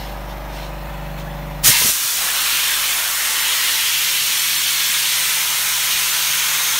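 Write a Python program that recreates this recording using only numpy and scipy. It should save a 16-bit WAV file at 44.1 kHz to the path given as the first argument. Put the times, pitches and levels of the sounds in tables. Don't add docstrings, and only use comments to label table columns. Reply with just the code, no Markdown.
import sys
import numpy as np
from scipy import signal
from scipy.fft import rfft, irfft, next_fast_len
from scipy.io import wavfile
from scipy.ndimage import uniform_filter1d, map_coordinates

SR = 44100
rng = np.random.default_rng(int(sys.argv[2]) if len(sys.argv) > 2 else 0)


def materialize(psi):
    bounded = np.clip(np.atleast_2d(psi).T, -1, 1)
    quanta = np.round(bounded * 32767).astype(np.int16)
    wavfile.write(sys.argv[1], SR, quanta)


def magnitude_from_level(level_db):
    exponent = np.asarray(level_db, float) / 20
    return 10 ** exponent


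N = 299439
TIME = np.arange(N) / SR
BLOCK = 1024

# time in seconds, hiss level in dB.
AIR_PRESSURE = [
    (1.62, -33),
    (1.646, -10),
    (1.678, -4),
    (1.746, -17),
    (1.898, -12),
    (1.924, -17),
    (2.004, -19.5),
    (2.05, -17.5),
    (2.24, -19.5),
]
# time in seconds, bite of the grit in dB,
# how far the jet spills off the edge from -1 to 1.
STROKES = [(1.68, -6, -1.1), (1.746, 2, -0.75), (1.898, -6, -0.98), (2, -4, -0.56), (2.16, -3.5, -0.87),
           (2.24, -1.5, 1), (2.55, 2, 0.058), (2.95, -0.3, 0.58), (3.15, -3, 0.52), (3.55, 1, 0.25),
           (3.95, 0.8, -0.58), (4.35, 0.6, -.7), (4.75, 0.6, -0.56), (4.95, 1.5, -0.66), (5.35, 0, 0.074),
           (5.75, -1.5, 0.089), (5.95, 1.2, -0.21), (6.79, -0.6, .5)]
# frequency in Hz, level in dB per Hz.
HISS_COLOUR = [(2500, -19), (4500, -0.5), (6000, 1.5), (9000, 1), (12000, 0), (14000, -1), (15200, -1),
               (15800, -3)]
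# share of its centre frequency, level in dB per Hz.
SCOUR_COLOUR = [(.3, -23.5), (.5, -5.5), (.68, -1.5), (1, 0), (1.35, -2), (1.8, -7), (3, -38)]
# share of its centre frequency, level in dB per Hz.
ROAR_COLOUR = [(.35, -21.5), (.55, -22), (.7, -4), (.85, 0), (1.15, 1), (1.5, -3), (2.2, -9), (3.5, -55)]
# frequency in Hz, level in dB per Hz.
RUMBLE_COLOUR = [(40, -14), (100, -5), (250, 0), (500, 10.5), (800, 14.5), (1500, -23)]


def nozzle():
    bite_db, spill = curves(STROKES)
    since_open_s = TIME - AIR_PRESSURE[0][0]

    def scour_hz(t):
        return 3116 * (1 - 0.1 * curves(STROKES, t)[1])

    def hiss_db(hz, t):
        return along(HISS_COLOUR, hz) + bloom_db(hz, t)

    def scour_db(hz, t):
        return along(SCOUR_COLOUR, hz / scour_hz(t)) + bloom_db(hz, t)

    def roar_db(hz, t):
        return along(ROAR_COLOUR, hz / 1225) + bloom_db(hz, t)

    hiss = rush(hiss_db, patchy_db=0.36, streak_db=-0.2, source=gritty_air())
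    scour = rush(scour_db, patchy_db=1.06, streak_db=0.15, source=gritty_air())
    roar = rush(roar_db, patchy_db=-0.7, streak_db=-0.2, source=gritty_air())
    rumble = rush(lambda hz, t: along(RUMBLE_COLOUR, hz), patchy_db=1.5)
    whistle = rush(lambda hz, t: resonance_db(hz, 6350, 260), patchy_db=0.5)

    jet = hiss + magnitude_from_level(-2.5 + bite_db) * scour
    jet += magnitude_from_level(-12.5 + 4.5 * spill) * roar
    jet += magnitude_from_level(-27.5 + 6.5 * spill) * rumble
    jet += magnitude_from_level(-35 + 5 * since_open_s) * whistle

    flow_db = curves(AIR_PRESSURE)[0] + 0.19 * bite_db + 0.13 * wobble(13)
    opening = np.clip((TIME - 1.628) / 0.014, 0, 1)
    return magnitude_from_level(flow_db) * opening * jet


def gritty_air():
    return room(grit(2500, spread_db=2.5), t60=0.2, wet_db=-6)


def grit(per_second, spread_db):
    size_db = spread_db * np.minimum(rng.exponential(size=N), 3.5)
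    size = magnitude_from_level(size_db) * rng.standard_normal(N)
    hits = rng.random(N) < per_second / SR
    return unit(size * hits) * 0.43 + rng.standard_normal(N)


# time in seconds, length in seconds, pitch in Hz, level in dB.
POCKETS = [
    (1.768, 0.1, 2000, 5.5),
    (2.2, 0.18, 695, 15),
    (2.7, 0.76, 3300, 1.5),
    (3.45, 0.77, 1970, 4.5),
    (3.82, 1, 3050, 4.5),
    (5.205, 0.27, 8500, 3),
    (6.3, .84, 1450, 3),
    (6.6, 0.65, 6350, 1.5),
    (6.7, 0.33, 3460, 3),
]
# pitch in Hz, level in dB.
ROOM_COLOURS = [(960, 2), (2200, 1.5), (3350, 1)]


def bloom_db(hz, t):
    def peak(centre_hz):
        width = 0.11
        return np.exp(-((hz / centre_hz - 1) / width) ** 2)

    pockets_db = sum(db * np.exp(-(2 * (t - s) / length) ** 2) * peak(centre_hz)
                     for s, length, centre_hz, db in POCKETS)
    away = np.clip((t - 4.07) / 1.3 + 0.5, 0, 1)
    return pockets_db + away * sum(db * peak(centre_hz) for centre_hz, db in ROOM_COLOURS)


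def room(x, t60, wet_db):
    hop = SR // 5
    t = np.arange(SR // 4) / SR
    fade = np.sin(np.pi * np.arange(2 * hop) / (2 * hop))
    padded = np.pad(x, (hop, 2 * hop))
    out = np.zeros(len(padded) + len(t))
    for start in range(0, N + hop, hop):
        tail = rng.standard_normal(len(t)) * magnitude_from_level(-60 * t / t60) * (t > 0.002)
        wet = signal.fftconvolve(padded[start:start + 2 * hop] * fade, tail / np.linalg.norm(tail))
        out[start:start + len(wet)] += wet
    return unit(x + magnitude_from_level(wet_db) * out[hop:hop + N])


# time in seconds, pitch in Hz, length in seconds, peak level in dB.
VALVE_THUMP = (1.693, 125, .024, -21)
# time in seconds, length in seconds, level in dB.
HOSE_RINGS = [
    (1.733, 0.042, -30),
    (1.772, 0.053, -31),
    (1.82, .04, -35),
]
# time in seconds, length in seconds, level in dB.
PUFFS = [
    (1.69, 0.038, -28.5),
    (1.82, 0.018, -33),
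    (1.855, 0.022, -27.5),
    (1.865, .09, -40),
    (1.895, 0.018, -32),
    (2.055, .02, -41),
]
# frequency in Hz, level in dB per Hz.
BUFFET_COLOUR = [(30, -10), (80, 3), (200, 9.5), (350, -1), (600, 6), (900, -19), (1500, -28)]


def surge():
    s, hz, length, db = VALVE_THUMP
    thump = bursts([(s, length, db)]) * np.sin(2 * np.pi * hz * (TIME - s))
    ring = rush(lambda hz, t: resonance_db(hz, 965, 35), patchy_db=0)
    buffet = rush(lambda hz, t: along(BUFFET_COLOUR, hz), patchy_db=0.5)
    return thump + bursts(HOSE_RINGS) * ring + bursts(PUFFS) * buffet


# time in seconds, gain in dB.
GAIN = [
    (1.67, -0.5),
    (1.72, -10),
    (1.8, -10),
    (1.92, -19),
    (2.1, -31),
    (2.2, -19),
    (3, -20),
    (4, -23),
    (6.79, -23.5),
]
# time in seconds, level in dB.
WALK = [
    (0, -12),
    (.85, -6),
    (1.1, -2),
    (1.63, -1.5),
    (2, -7),
    (2.25, -2.5),
    (3.15, -13),
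    (4.1, 3),
    (6.79, 6),
]
# multiple of the engine cycle, level in dB.
EXHAUST = [(1, -36), (2, 2.5), (3, -35), (4, -23), (5, -18.5), (7, -14), (8, -13.5)]
# multiple of the engine cycle, level in dB.
PANEL = [(22, -20), (23, -11), (24, -14.5), (32, -17)]
# multiple of the engine cycle, level in dB.
CASING = [(9, -34), (11.5, -21), (15, -24), (17.5, -33), (19, -24), (28, -21), (40, -22), (42, -27)]
# frequency in Hz, level in dB per Hz.
FAN_LOW_COLOUR = [(24, -45), (45, -20), (80, -21), (105, -30), (160, -17), (243, -25)]
# frequency in Hz, level in dB per Hz.
FAN_COLOUR = [(243, -22), (422, -25), (570, -13.5), (663, -17), (965, -11.5), (1070, -16.5), (1900, -17.5),
              (7730, -37)]
# frequency in Hz, level in dB per Hz.
LEAK_COLOUR = [(3000, -13), (7000, -10), (10000, -26), (12000, 3), (16000, 4)]


def compressor():
    (gain_db,), (sixth_db,) = curves(GAIN), curves(WALK)
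    fifth_db = np.clip(-5.5 - 1.3 * sixth_db, -14, 7.5)
    seventh_db = 9 + 0.85 * sixth_db - 12 * np.clip(TIME - 2.8, 0, 3)
    panel_top_db = -0.5 - 0.58 * sixth_db
    room_db = {5: fifth_db, 7: seventh_db, 32: panel_top_db}

    cycle_hz = 24.665
    angle = 2 * np.pi * (cycle_hz * TIME + 0.003 * wobble(2))
    later = np.clip((TIME - 0.89) / 0.006 + 0.5, 0, 1)
    lost = 2 * np.pi * cycle_hz * BLOCK / SR

    def tone(k, phase):
        before = np.sin(k * angle + phase)
        after = np.sin(k * (angle + lost) + phase)
        return (1 - later) * before + later * after

    boom = magnitude_from_level(sixth_db) * tone(6, 1)
    for k, db in EXHAUST + PANEL:
        level_db = db + room_db.get(k, 0) + np.sqrt(k) / 4 * wobble(3)
        boom += magnitude_from_level(level_db) * tone(k, rng.uniform(0, 2 * np.pi))

    casing = np.zeros(N)
    for k in range(CASING[0][0], CASING[-1][0] + 1):
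        if k not in dict(PANEL):
            shaky_phase = rng.uniform(0, 2 * np.pi) + 0.35 * wobble(4)
            casing += magnitude_from_level(along(CASING, k) + 2.5 * wobble(4)) * tone(k, shaky_phase)

    fan = rush(lambda hz, t: along(FAN_LOW_COLOUR[:-1] + FAN_COLOUR, hz), patchy_db=1.0, streak_db=2.0)
    leak = rush(lambda hz, t: along(LEAK_COLOUR, hz), patchy_db=2.5, streak_db=3.5)
    throb = magnitude_from_level(0.74 * np.sin(angle))
    engine = magnitude_from_level(-29) * boom + magnitude_from_level(-27.5) * casing
    return magnitude_from_level(gain_db) * (engine + magnitude_from_level(-35.5) * throb * fan + magnitude_from_level(-47) * leak)


# time in seconds, length in seconds, level in dB.
SCUFFS = [
    (.02, 0.25, -38),
    (.31, 0.045, -42),
    (.57, 0.11, -37.5),
    (.65, 0.081, -41),
    (1.2, 0.046, -38.5),
]
# frequency in Hz, level in dB per Hz.
CLOTH_COLOUR = [(1500, 1), (3500, 5.5), (6000, -1), (9000, -9), (15000, -11)]


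def cloth():
    return bursts(SCUFFS) * rush(lambda hz, t: along(CLOTH_COLOUR, hz), patchy_db=2.5)


def rush(colour_db, patchy_db, streak_db=0., source=None):
    source = rng.standard_normal(N) if source is None else source
    hz, t, z = signal.stft(source, SR, nperseg=BLOCK, noverlap=768)
    patches = patchy_db * field(z.shape, 10, 12) + streak_db * field(z.shape, 3, 70)
    shaped = z * magnitude_from_level(colour_db(hz[:, None], t[None]) + patches)
    return unit(signal.istft(shaped, SR, nperseg=BLOCK, noverlap=768)[1][:N])


def field(shape, bins, frames):
    raw = rng.standard_normal(shape)
    return unit(uniform_filter1d(uniform_filter1d(raw, bins, 0), frames, 1))


def resonance_db(hz, centre_hz, width_hz):
    return -20 * np.log10(1 + ((hz - centre_hz) / width_hz) ** 2)


def bursts(rows):
    return sum(magnitude_from_level(db) * np.exp(-(2 * (TIME - s) / length) ** 2) for s, length, db in rows)


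def wobble(rate):
    return map_coordinates(rng.standard_normal(400), [TIME * np.clip(rate, 0.1, 55)])


def curves(rows, t=TIME):
    s, *cols = np.transpose(rows)
    return [np.interp(t, s, c) for c in cols]


def along(points, hz):
    f, v = np.transpose(points)
    return np.interp(np.log(hz + 1e-3), np.log(f), v)


def unit(x):
    return x / np.sqrt(np.mean(x ** 2) + 1e-20)


def scene():
    return np.tile(compressor() + nozzle() + surge() + cloth(), (2, 1))


def noise_fill(x, share):
    size = 2 * BLOCK
    lead = BLOCK - 405
    window = np.sin(np.pi * (np.arange(size) + 0.5) / size)
    hz, t, z = signal.stft(np.pad(x, ((0, 0), (lead, 0))), SR, window, size)
    band = np.clip((hz - 2760) // 1380, 0, 9).astype(int)
    level = np.sqrt(np.abs(uniform_filter1d(np.abs(z) ** 2, 64, 1)))
    busy = np.where(level[0].mean(0) > level[0].mean() / 3, 1, 0.15)
    chosen = rng.random((10, len(t))) < share * busy
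    swapped = chosen[band] & (band > 0)[:, None]
    noise = signal.stft(rng.standard_normal((2, N + lead)), SR, window, size)[2]
    noise = noise / np.sqrt(np.mean(np.abs(noise) ** 2))
    mixed = np.where(swapped, magnitude_from_level(0.5) * level * noise, z)
    return signal.istft(mixed, SR, window, size)[1][:, lead:][:, :N]


def band_limit(x):
    return signal.sosfilt(signal.butter(12, 16940, fs=SR, output="sos"), x)


# centre in Hz, width in Hz, level in dB.
PORT_DIPS = [(4845, 270, -4), (7680, 440, -2), (10420, 360, -5)]


def record(dry):
    size = next_fast_len(N + 8192)
    hz = np.fft.rfftfreq(size, 1 / SR)
    dips_db = sum(db * np.exp(-((hz - centre_hz) / width_hz) ** 2) for centre_hz, width_hz, db in PORT_DIPS)
    heard = irfft(rfft(dry, size) * magnitude_from_level(dips_db), size)[:, :N]
    heard = noise_fill(heard, share=0.03)
    heard = heard / (1 + np.abs(heard / 0.8) ** 6) ** (1 / 6)
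    low_cut = 1 / (1 + (36 / (hz + 1)) ** 6)
    heard = irfft(rfft(heard, size) * low_cut * (hz < 15740), size)[:, :N]
    return band_limit(heard)


dry = scene()
out = record(dry)
materialize(out)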